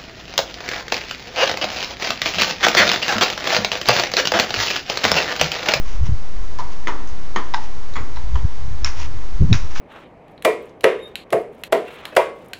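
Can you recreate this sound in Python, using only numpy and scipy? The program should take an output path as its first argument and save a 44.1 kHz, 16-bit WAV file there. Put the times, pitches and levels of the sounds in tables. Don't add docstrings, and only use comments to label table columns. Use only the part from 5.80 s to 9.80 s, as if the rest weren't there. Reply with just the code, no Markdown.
import sys
import numpy as np
from scipy import signal
from scipy.fft import rfft, irfft, next_fast_len
from scipy.io import wavfile
from scipy.ndimage import uniform_filter1d

SR = 44100
rng = np.random.default_rng(int(sys.argv[2]) if len(sys.argv) > 2 else 0)


def pcm_store(signal):
    levels = np.round(np.clip(np.atleast_2d(signal), -1, 1) * 32767)
    wavfile.write(sys.argv[1], SR, levels.astype(np.int16).T)


N = 176400
TOP_HZ, HIT_S = 7350, .7


def undb(db):
    return 10 ** (np.asarray(db) / 20)


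def unit(x):
    return x / np.sqrt(np.sum(x ** 2) + 1e-18)


def shape(x, gain):
    return irfft(rfft(x) * gain(np.maximum(np.fft.rfftfreq(len(x), 1 / SR), 1)), len(x))


def noise(points):
    hz, db = np.array(points).T
    x = shape(rng.standard_normal(N), lambda f: undb(np.interp(np.log(f), np.log(hz), db)))
    return x / x.std()


def walk(rate_hz):
    step = int(SR / rate_hz)
    return uniform_filter1d(np.repeat(rng.standard_normal(N // step + 1), step), step)[:N]


def swell(at, half_s):
    return np.exp(-.5 * ((np.arange(N) / SR - at) / half_s) ** 2)


def add(out, x, at):
    i = int(at * SR)
    out[i:i + len(x)] += x[:max(N - i, 0)]


def hit_time():
    return np.arange(next_fast_len(int(HIT_S * SR))) / SR


def decay(t, t60):
    return np.exp(-np.log(1000) * t / t60)


def hush():
    # frequency in Hz, relative level in dB.
    spectrum = [(60, -12), (140, -0.5), (280, 0), (400, -0.5), (600, -4.5), (800, -4), (1050, -3),
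                (1500, -9), (2100, -9.5), (2600, -14), (4000, -15), (6600, -16.5), (7400, -31)]
    return undb(-41.5) * noise(spectrum)


def wind():
    # centre in seconds, half-length in seconds, level in dB, upper edge in Hz.
    gusts = [(0.074, 0.055, -27, 45), (0.173, 0.016, -22.5, 60), (0.226, 0.018, -13.5, 76),
             (0.292, 0.0039, -12.5, 153), (0.309, 0.027, -14.5, 86), (0.597, 0.041, -23, 42),
             (0.821, .035, -32, 83.5), (1.332, .012, -27, 69.4), (2.2, 0.027, -28, 90),
             (2.46, 0.089, -27.5, 80), (2.558, 0.025, -14, 76.3), (2.645, 0.0087, -10, 96),
             (2.878, 0.061, -26.5, 90), (3.045, 0.039, -23.5, 64), (3.278, 0.11, -28.5, 70),
             (3.563, 0.029, -21, 55.6), (3.622, 0.012, -6, 115), (3.641, 0.019, -12.5, 149),
             (3.723, 0.017, -7, 137), (3.747, .014, -13, 85), (3.832, 0.018, -20.5, 67.5)]
    breeze_hz_db = [(10, -3.5), (25, 2.5), (50, -1), (100, -11.5), (200, -21.5), (500, -61)]
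    out = undb(-34.5 + 2 * walk(rate_hz=6.05)) * noise(breeze_hz_db)
    for at, half_s, db, edge_hz in gusts:
        band = lambda f: 1 / np.hypot(1, (f / edge_hz) ** 3.86) / np.hypot(1, (.46 * edge_hz / f) ** 2)
        eddies = shape(rng.standard_normal(N), band)
        envelope = swell(at, half_s)
        out += undb(db) * unit(eddies * envelope) * np.linalg.norm(envelope)
    return out


def shoe_scuffs():
    # centre in seconds, half-length in seconds, level in dB.
    scuffs = [(0.103, 0.054, -43), (0.266, .014, -40), (0.932, .016, -45), (1.842, 0.024, -44),
              (3.215, .032, -34.5), (3.708, 0.0097, -46), (3.917, 0.011, -42.5), (3.976, 0.021, -34.5)]
    # frequency in Hz, relative level in dB.
    grit = [(100, -25), (650, -7), (950, 6), (1400, -3), (2500, 1.5), (4200, -6.5), (6000, -2),
            (7500, -14.5)]
    drag = sum(undb(db) * swell(at, half_s) for at, half_s, db in scuffs)
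    return drag * noise(grit) * undb(2 * walk(rate_hz=250))


def patio(x, build_s=.0047):
    # band centre in Hz, early and late t60 in seconds, late level in dB.
    bands = [(250, .3, 0.96, -4), (1000, 0.22, 0.9, -13), (2500, 0.17, 1, -19), (6000, 0.12, .45, -4.5)]
    t = hit_time()
    scatter = rng.standard_normal(len(t))
    centres = np.log([row[0] for row in bands])
    tail = 0
    for share, (_, early_s, late_s, late_db) in zip(np.eye(len(bands)), bands):
        band = shape(scatter, lambda f: np.interp(np.log(f), centres, share))
        tail += band * (decay(t, early_s) + undb(late_db) * decay(t, late_s))
    return signal.fftconvolve(x, unit(tail * (1 - np.exp(-t / build_s))))[:len(t)]


def click(points, lag_s=.000419, smear_s=.0012):
    t = hit_time()
    f = np.fft.rfftfreq(len(t), 1 / SR)
    hz, db = np.array(points).T
    gain = undb(np.interp(np.log(f + 1), np.log(hz), db)) / np.hypot(1, (f / TOP_HZ) ** 10)
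    cepstrum = irfft(np.log(gain), len(t)) * (1 + np.sign(t)) * (t < t[-1] / 2)
    delay_s = lag_s + smear_s * f / TOP_HZ / 2
    return unit(irfft(np.exp(rfft(cepstrum) - 2j * np.pi * f * delay_s), len(t)))


def brief_ring(hz, rise_s):
    t = hit_time()
    return unit(np.sin(2 * np.pi * hz * t) * (t / rise_s) ** 2 * np.exp(-t / rise_s))


def ticks():
    # start in seconds, level in dB, ring in Hz.
    events = [(0.7872, -8.5, 5200), (1.274, -13.5, 5950), (1.0725, -5, 3410), (1.5625, -6.5, 3220),
              (2.1373, -13, 3860), (2.359, -16.5, 4000), (2.544, -17.5, 3400), (2.556, -13, 3120)]
    out = np.zeros(N)
    for at, db, hz in events:
        ring = undb(-8) * brief_ring(hz, rise_s=.00055)
        crack = undb(-8.5) * click([(hz / 10, -20), (hz * .7, -7), (hz, 0), (hz * 1.25, -6)])
        tick = undb(db) * (ring + crack)
        add(out, tick + undb(2) * patio(tick), at)
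    return out


def floor_bounces():
    # start in seconds, then levels in dB of the click, four shell modes and patio.
    bounces = [(3.0452, 6.4, -3, -5.5, 6.5, -5.5, 0), (3.728, 6.7, 4.5, 6.5, -6.5, -14, 0)]
    # frequency in Hz, relative level in dB.
    contact = [(100, -44), (650, -8.5), (1100, 4), (1500, 1.5), (2500, 4.5), (3500, -6.5), (4700, -6),
               (5700, -1), (7500, -13)]
    shell_hz = [2510, 3814, 5410, 7030]
    out = np.zeros(N)
    for at, click_db, *shell_db, patio_db in bounces:
        ping = sum(undb(db) * brief_ring(hz, rise_s=.00069) for hz, db in zip(shell_hz, shell_db))
        crack = undb(click_db) * click(contact)
        reflections = patio(crack) + undb(-14) * patio(ping)
        add(out, ping + undb(-8) * crack + undb(patio_db) * reflections, at)
    return out


def knocks(hits, modes, contact, click_db, rise_s=.0014):
    out, t = np.zeros(N), hit_time()
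    attack = 1 - np.exp(-t / rise_s)
    for at, db, db_per_octave, pitch, slap_s, slap_db, patio_db in hits:
        tilt = lambda f: undb(db + db_per_octave * np.log2(np.clip(f, 700, 5000) / 1200))
        ring = 0
        for hz, mode_db, t60 in modes:
            tone = np.sin(2 * np.pi * (hz * pitch * t + rng.random()))
            ring += undb(mode_db) * unit(tone * decay(t, t60) * attack)
        body = shape(ring, tilt)
        crack = shape(undb(click_db) * click(contact), tilt)
        reflections = undb(-1) * patio(body) + undb(4.5) * patio(crack)
        add(out, body + crack + undb(patio_db) * reflections, at)
        add(out, undb(slap_db) * (body + crack), at + slap_s)
    return out


def table_bounces():
    # start in seconds, level in dB, brightness in dB per octave, pitch factor,
    # slap delay in seconds, slap level in dB, patio level in dB.
    bounces = [(.7865, -6.5, -5.5, 1.127, 0.018, -0.5, 6.5), (1.7385, 1, -1, 1.006, 0.0051, 5, 1),
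               (2.3635, -11.5, -3.5, 1.06, 0.006, 7, 2.5)]
    # frequency in Hz, level in dB, t60 in seconds.
    modes = [(876, -1, .022), (924, -11.5, 0.018), (1552, -10.5, 0.033), (1890, -9, 0.032),
             (3680, -12, 0.0091), (5150, -14, .006)]
    # frequency in Hz, relative level in dB.
    contact = [(100, -18), (250, -5), (550, -12), (900, 8), (2000, 1.5), (4000, -2.5), (7500, -12)]
    return knocks(bounces, modes, contact, click_db=-5)


def paddle_hits():
    # start in seconds, level in dB, brightness in dB per octave, pitch factor,
    # slap delay in seconds, slap level in dB, patio level in dB.
    strokes = [(1.0718, 0.5, -1.5, 0.98, .0085, -4, 1.5), (1.5602, 6, -1.46, 0.99, .0055, -6.5, -4.5),
               (2.1560, -10, 0, 1.063, .0095, 2.5, 7), (2.555, -14.5, -5.5, .93, .005, 3.5, 2),
               (3.9568, -18, 4, 1.24, .004, 0, 2)]
    # frequency in Hz, level in dB, t60 in seconds.
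    modes = [(215.8, -18, 0.18), (336, -15.5, 0.059), (1016, -2.5, 0.04), (1210, -1.5, 0.011),
             (1360, -8.5, 0.0093), (1858, -5, 0.045), (2060, -1.5, 0.0082), (3150, -9, 0.012),
             (6510, -16.5, 0.015)]
    # frequency in Hz, relative level in dB.
    contact = [(120, -27), (220, -5.5), (450, -3), (590, -10), (950, 3), (2200, -5), (2550, -8.5),
               (3300, -15), (4100, -14), (7000, -27)]
    return knocks(strokes, modes, contact, click_db=.5)


def scene():
    rally = paddle_hits() + table_bounces() + floor_bounces() + ticks()
    return (rally + shoe_scuffs() + wind() + hush())[None]


def record(dry, offset=-.32, ceiling=.84):
    lowpass = signal.ellip(8, .3, 70, TOP_HZ, fs=SR, output="sos")
    shifted = signal.sosfilt(lowpass, dry[0]) + offset
    rounded = shifted / (1 + (shifted / ceiling) ** 20) ** (1 / 20)
    return shape(rounded, lambda f: 1 / np.hypot(1, (f / (1.06 * TOP_HZ)) ** 60))[None]


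dry = scene()
out = record(dry)
pcm_store(out)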